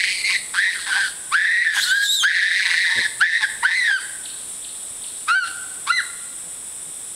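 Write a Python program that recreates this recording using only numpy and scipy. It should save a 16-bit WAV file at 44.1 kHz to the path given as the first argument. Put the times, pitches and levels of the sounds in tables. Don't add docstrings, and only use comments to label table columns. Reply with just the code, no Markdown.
import sys
import numpy as np
from scipy import signal
from scipy.fft import rfft, irfft, next_fast_len
from scipy.io import wavfile
from scipy.ndimage import uniform_filter1d, minimum_filter1d, map_coordinates

SR = 44100
rng = np.random.default_rng(int(sys.argv[2]) if len(sys.argv) > 2 else 0)


def generate_wav(signal):
    frames = np.transpose(np.atleast_2d(signal))
    scaled = np.clip(frames, -1, 1) * 32767
    pcm = np.round(scaled).astype(np.int16)
    wavfile.write(sys.argv[1], SR, pcm)


N = 315315


def amp(db):
    return 10 ** (np.asarray(db) / 20)


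def unit(x):
    return x / np.sqrt(np.mean(x ** 2) + 1e-20)


def steady(x, span_s=0.046):
    width = round(span_s * SR)
    return x / np.sqrt(np.abs(uniform_filter1d(uniform_filter1d(x ** 2, width), width)) + 1e-12)


def along(points, hz):
    f, v = np.transpose(points)
    return np.interp(np.log(hz + 1), np.log(f + 1), v)


def wobble(rate_hz, size=N):
    knots = rng.standard_normal(int(size * rate_hz / SR) + 4)
    return map_coordinates(knots, [np.arange(size) * rate_hz / SR])


def filtered(x, response):
    m = next_fast_len(len(x) + 8192)
    return irfft(rfft(x, m) * response(np.fft.rfftfreq(m, 1 / SR)), m)[:len(x)]


def add(track, start_s, sound):
    part = track[round(start_s * SR):][:len(sound)]
    part += sound[:len(part)]


def contours(points, attack_s=0.016, release_s=0.0081, fade_db=28):
    scoop_hz_per_s, sag_hz_per_s = 9070, 4200
    s, hz, db, rough = np.transpose(points)
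    ends = [s[0] - attack_s, s[0], s[-1], s[-1] + release_s]
    t = np.arange(max(ends[0], 0), ends[-1], 1 / SR)
    bend = np.interp(t, ends, [scoop_hz_per_s * attack_s, 0, 0, sag_hz_per_s * release_s])
    breath = amp(np.interp(t, ends, [-fade_db, 0, 0, -fade_db]))
    return t, np.interp(t, s, hz) - bend, np.interp(t, s, db), np.interp(t, s, rough), breath


def cry(hz, rough, doubling, throat, flutter_hz, chaos_hz, harmonics):
    size, rough = len(hz), np.clip(rough, 0, 1)
    flutter = np.sin(2 * np.pi * np.cumsum(flutter_hz * (1 + .1 * wobble(25, size))) / SR)
    cracks = .05 * wobble(70, size) + .05 * wobble(300, size) + .12 * flutter
    pitch = hz * (1 + 0.00303 * wobble(60.73, size) + rough * cracks)
    order = np.arange(1, 2 * harmonics + 1)[:, None] / 2
    spurts = np.abs(doubling) * amp(7 * np.tanh(wobble(40, size)))
    weight = np.where(order % 1, spurts, 1) * (order * pitch < SR / 2.2)
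    phase = 2 * np.pi * order * np.cumsum(pitch) / SR
    partials = weight * np.sin(phase) / np.maximum(order, 1) ** 0.66
    source = 0
    for rows, width_hz, power in (order[:, 0] <= 1, chaos_hz, 2), (order[:, 0] > 1, 2.5 * chaos_hz, 1.4):
        carriers = [(weight * wave(1.15 * phase))[rows].sum(0) for wave in (np.sin, np.cos)]
        smeared = sum(wobble(width_hz, size) * carrier for carrier in carriers)
        mix = .7 * rough ** power
        source = source + np.sqrt(1 - mix) * partials[rows].sum(0) + np.sqrt(mix / 2) * smeared
    throb = amp(rough * (9 * flutter + 3.5 * np.tanh(wobble(80, size))))
    return filtered(throb * source, lambda f: amp(along(throat, f)))


def screams(split_hz=2850, closing_db=16, fast_fall_hz_per_s=16000):
    # (time_s, pitch_hz, level_db, roughness)
    calls = [ (-27.5, [(0, 2082, -17.5, 0.94), (.1, 2155, -24, 0.92), (.15, 2193, -31, 0.54),
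             (.22, 2090, -29.5, 0.57)]), (-25.5, [(.245, 2147, -18.5, 0.28), (.285, 2242, -20, 0.67),
             (.33, 2156, -22, 0.8), (.368, 1991, -19.5, 0.47)]), (-30, [(.545, 1100, -27.5, 0.93),
             (.558, 1234, -22.5, .9), (.575, 1563, -18.5, 0.58), (.61, 1780, -13.5, .45),
             (.65, 1863, -13.5, 0.63), (.69, 1884, -13.5, 0.29), (.74, 1800, -29, 1),
             (.79, 1285, -35.5, 0.8), (.85, 1697, -38, 0.8)]), (-30, [(.865, 1580, -28, 0.98),
             (.89, 1546, -29.5, 0.84), (.92, 1487, -18, 0.45), (.96, 1558, -19.5, 0.58),
             (1.03, 1556, -19.5, 0.5), (1.085, 1438, -29, 0.52)]), (-28, [(1.325, 1121, -19.5, 0.2),
             (1.355, 1553, -11, 0.2), (1.38, 1708, -11, 0.52), (1.5, 1839, -11, .38),
             (1.63, 1962, -9.5, 0.38), (1.645, 1950, -16.5, 0.94), (1.67, 1759, -9, 0.26),
             (1.76, 1586, -24, 1), (1.785, 1707, -17.5, 0.68), (1.8, 1660, -20, 0.9)]),
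             (-29.5, [(1.83, 1463, -31, 0.8), (1.87, 1413, -25, 0.4), (1.92, 1535, -13.5, 0.11),
             (1.96, 1633, -12, 0.18), (2, 1612, -13, 0.08), (2.038, 1674, -11, 0.24)]),
             (-23, [(2.235, 1250, -18.5, 0.48), (2.247, 1515, -10.5, 0.28), (2.265, 1658, -4.5, 0.05),
             (2.3, 1763, -9.5, 0.8), (2.5, 1789, -12.5, 0.54), (2.68, 1885, -18.5, 1.02),
             (2.85, 1863, -14, 0.54), (2.95, 1847, -18, 0.61), (3.04, 1900, -19, .5),
             (3.064, 1650, -18, .4)]), (-22.5, [(3.212, 1400, -15, 0.24), (3.232, 1695, 0.5, 0.22),
             (3.27, 1870, -5.5, 0.55), (3.315, 1800, -15, .5), (3.337, 1850, -9, .3),
             (3.38, 1817, -11, 0.48), (3.41, 1793, -27, 0.92), (3.435, 1733, -11.5, 0.45),
             (3.452, 1544, -13.5, 0.32)]), (-34.5, [(3.632, 1848, -17, 0.32), (3.642, 1960, -22.5, 0.24)]),
             (-25.5, [(3.654, 1496, -5, 0.24), (3.675, 1755, -12, 0.37), (3.72, 1835, -14, 0.68),
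             (3.76, 2043, -16.5, 0.33), (3.82, 1981, -17.5, 0.19), (3.87, 1783, -14.5, 0.37),
             (3.915, 1600, -11, .3), (3.95, 1560, -13, .02), (3.972, 1480, -17, 0),
             (3.99, 1240, -29, 0.14)]), (-29, [(5.287, 1248, -18, 0.37), (5.32, 1405, -9.5, 0),
             (5.346, 1440, -9, 0.08), (5.353, 1541, -9, 0), (5.39, 1520, -11, 0.05),
             (5.425, 1420, -14.5, 0.01), (5.442, 1377, -14, 0.05), (5.458, 1373, -32, 0.53),
             (5.478, 1423, -31, 0.8)]), (-29, [(5.875, 1106, -25, 0.43), (5.887, 1150, -26, .4),
             (5.897, 1300, -20, 0), (5.906, 1380, -9, .05), (5.914, 1420, -8, .05)]),
             (-22, [(5.924, 1990, -16.5, 0.06), (5.955, 2088, -21.5, 0), (5.987, 1910, -14, .04),
             (6, 1622, -21.5, 0.2), (6.008, 1420, -19, 0.13)]), ]
    # frequency_hz, gain_db
    throat = [(500, -22.5), (950, 6.5), (1300, 2.5), (1520, 10.5), (1900, 5.5), (2450, -1.5), (2850, -7),
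              (3300, -5.5), (3900, -4.5), (4900, -10), (5600, -18), (7000, -20), (10000, -86), (15000, -42)]
    # middle_s, length_s, strength
    breaks = [(0.31, 0.081, 0.096), (0.684, 0.029, 0.067), (0.878, 0.076, .9), (0.975, 0.14, 0.35),
              (1.767, 0.067, 0.57), (2.233, .03, 0.36), (2.69, 0.18, 0.077), (2.959, 0.24, 0.11),
              (3.223, 0.045, 0.11), (3.412, 0.073, 0.21), (3.639, 0.025, 0.81), (3.711, 0.087, 0.098),
              (3.909, .05, 0.17), (5.286, .02, .15), (5.37, .07, .3), (5.88, 0.026, 0.14)]
    out = np.zeros(N)
    for upper_db, points in calls:
        t, hz, db, rough, breath = contours(points)
        doubling = sum(strength * np.clip(1 - np.abs(t - middle_s) * 2 / length_s, 0, 1)
                       for middle_s, length_s, strength in breaks)
        voice = cry(hz, rough, doubling, throat, flutter_hz=184.2, chaos_hz=1103.6, harmonics=8)
        low = filtered(voice, lambda f: 1 / (1 + (f / split_hz) ** 16))
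        fall_hz_per_s = -uniform_filter1d(np.gradient(hz, t), size=300)
        closing = np.clip(fall_hz_per_s / fast_fall_hz_per_s, 0, 1) ** 2
        upper_gain = amp(upper_db + 0.38 * (db - db.mean()) - closing_db * closing)
        add(out, t[0], breath * (amp(db) * steady(low) + upper_gain * steady(voice - low)))
    return out


def cicadas(click_hz=358.5):
    # centre_hz, width_hz, relative_db
    near_bands = [(7180, 44, -17), (7440, 96, -13), (7910, 51, -3), (8180, 48, 0), (8620, 27, -6),
                  (8870, 120, -6), (9360, 62, -3), (9610, 21, -5), (9740, 34, -5), (10400, 42, -12),
                  (11000, 120, -19), (11300, 59, -21), (11600, 42, -27), (11800, 74, -24), (12100, 79, -26),
                  (12600, 33, -30), (13100, 69, -33), (15100, 35, -31)]
    # centre_hz, width_hz, relative_db
    far_bands = [(3530, 450, -19), (5410, 380, -23)]
    # time_s, level_db
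    envelope = [(0, -32.5), (4.2, -32.5), (7.15, -33)]

    def resonances(f):
        return np.sqrt(sum(amp(2 * db) / (1 + ((f - centre_hz) / (width_hz / 2 + 20)) ** 2) ** 1.015
                           for centre_hz, width_hz, db in near_bands + far_bands))

    t = np.arange(N) / SR
    clicks = 1 + .14 * np.sin(2 * np.pi * click_hz * t + .5 * wobble(3))
    level = amp(np.interp(t, *np.transpose(envelope)) + 0.35 * wobble(15))
    return level * unit(clicks * filtered(rng.standard_normal(N), resonances))


def hiss(level_db=-45):
    # frequency_hz, relative_db
    spectrum = [(20, -5.5), (300, -2.5), (1700, -6.5), (2600, -8.5), (6800, -42), (9000, 1), (12000, -17.5),
                (15700, -46)]
    noise = filtered(rng.standard_normal(N), lambda f: amp(along(spectrum, f)))
    return amp(level_db + 0.65 * wobble(5.6)) * unit(noise)


def echoes(x, decay, rise_s):
    hz, t, spectra = signal.stft(rng.standard_normal(3 * SR // 2), SR, nperseg=256)
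    tail = signal.istft(spectra * amp(-60 * t / along(decay, hz)[:, None]), SR, nperseg=256)[1]
    tail *= 1 - np.exp(-np.arange(len(tail)) / SR / rise_s)
    return signal.fftconvolve(x, tail / np.linalg.norm(tail))[:N]


def trees(x):
    # frequency_hz, t60_s
    decay = [(500, 3.1), (1500, 0.87), (4000, 1.25), (10000, 0.33)]
    return echoes(x, decay, rise_s=0.0043)


def roadside(x):
    # frequency_hz, t60_s
    decay = [(1000, 0.095), (5000, 0.32), (12000, 0.022)]
    return echoes(x, decay, rise_s=0.008)


def squeal():
    # time_s, pitch_hz, level_db, roughness
    points = [(1.74, 2947, -29, 1.12), (1.81, 3280, -22, 0.6), (1.84, 4263, -17, 0.34),
              (1.87, 3500, -30.5, 0.7), (1.905, 3495, -22.5, 0.28), (1.92, 3900, -26, 0.08),
              (1.96, 3813, -26, 0.4), (2.01, 4070, -24.5, 0.53), (2.05, 3954, -17.5, 0.52),
              (2.075, 3550, -17.5, 0.18), (2.1, 3773, -16.5, 0.04), (2.14, 3877, -14.5, 0.29),
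              (2.19, 3600, -17.5, 0), (2.215, 3170, -18.5, 0), (2.27, 3260, -27, .05)]
    # frequency_hz, gain_db
    throat = [(1500, -41.5), (2700, -3), (3300, -2), (4200, -5), (5600, -4.5), (7500, -6), (10000, -11.5),
              (12000, -14), (16000, -25)]
    out = np.zeros(N)
    t, hz, db, rough, breath = contours(points)
    voice = cry(hz, rough, 0, throat, flutter_hz=252, chaos_hz=2594, harmonics=4)
    add(out, t[0], breath * amp(db) * steady(voice))
    return out


def grunts():
    # start_s, pitch_hz, length_s, level_db
    calls = [(2.95, 113.2, 0.068, -36), (6.44, 166.7, 0.055, -50.5), (6.85, 160.6, 0.063, -52)]
    out = np.zeros(N)
    for start_s, hz, length_s, db in calls:
        t = np.arange(0, length_s, 1 / SR)
        tone = sum(np.sin(2 * np.pi * k * hz * t + rng.uniform(0, 2 * np.pi)) / k ** 0.44
                   for k in range(1, 6))
        shimmer = 1 + .5 * wobble(170, len(t))
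        add(out, start_s, amp(db) * np.sin(np.pi * t / length_s) * tone * shimmer)
    return out


def bird():
    # start_s, level_db
    phrases = [(4.235, -34.5), (4.624, -37), (5.018, -37.5)]
    # delay_s, from_hz, to_hz, length_s, relative_db
    chips = [(0, 3006, 4100, 0.00762, 2), (.017, 5040, 2210, .014, 5), (0.064, 5140, 3000, .009, 1.5)]
    out = np.zeros(N)
    for start_s, phrase_db in phrases:
        for delay_s, from_hz, to_hz, length_s, db in chips:
            progress = np.arange(0, length_s, 1 / SR) / length_s
            sweep = np.sin(2 * np.pi * np.cumsum(from_hz + (to_hz - from_hz) * progress) / SR)
            add(out, start_s + delay_s, amp(phrase_db + db) * np.sin(np.pi * progress) * sweep)
    return out


def scene():
    baboons = screams() + squeal() + grunts()
    chips = bird()
    far_echoes = trees(amp(-18.5) * baboons + amp(-1) * chips)
    near_echoes = amp(-11) * roadside(baboons)
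    return (baboons + chips + far_echoes + near_echoes + cicadas() + hiss())[None]


def record(dry, threshold_db=-18.5, top_hz=15720):
    lag, hold, window, smoothing = (round(s * SR) for s in (0.015, 0.015, 0.036, 0.0017))
    level_db = 10 * np.log10(np.abs(uniform_filter1d(dry[0] ** 2, window)) + 1e-10)
    delayed_db = np.pad(level_db, (lag + hold // 2, 0), "edge")
    held_db = -minimum_filter1d(-delayed_db, hold)[:N]
    cut_db = uniform_filter1d(0.92 * np.maximum(held_db - threshold_db, 0), smoothing)
    return filtered(dry[0] * amp(-cut_db), lambda hz: hz < top_hz)[None]


dry = scene()
out = record(dry)
generate_wav(out)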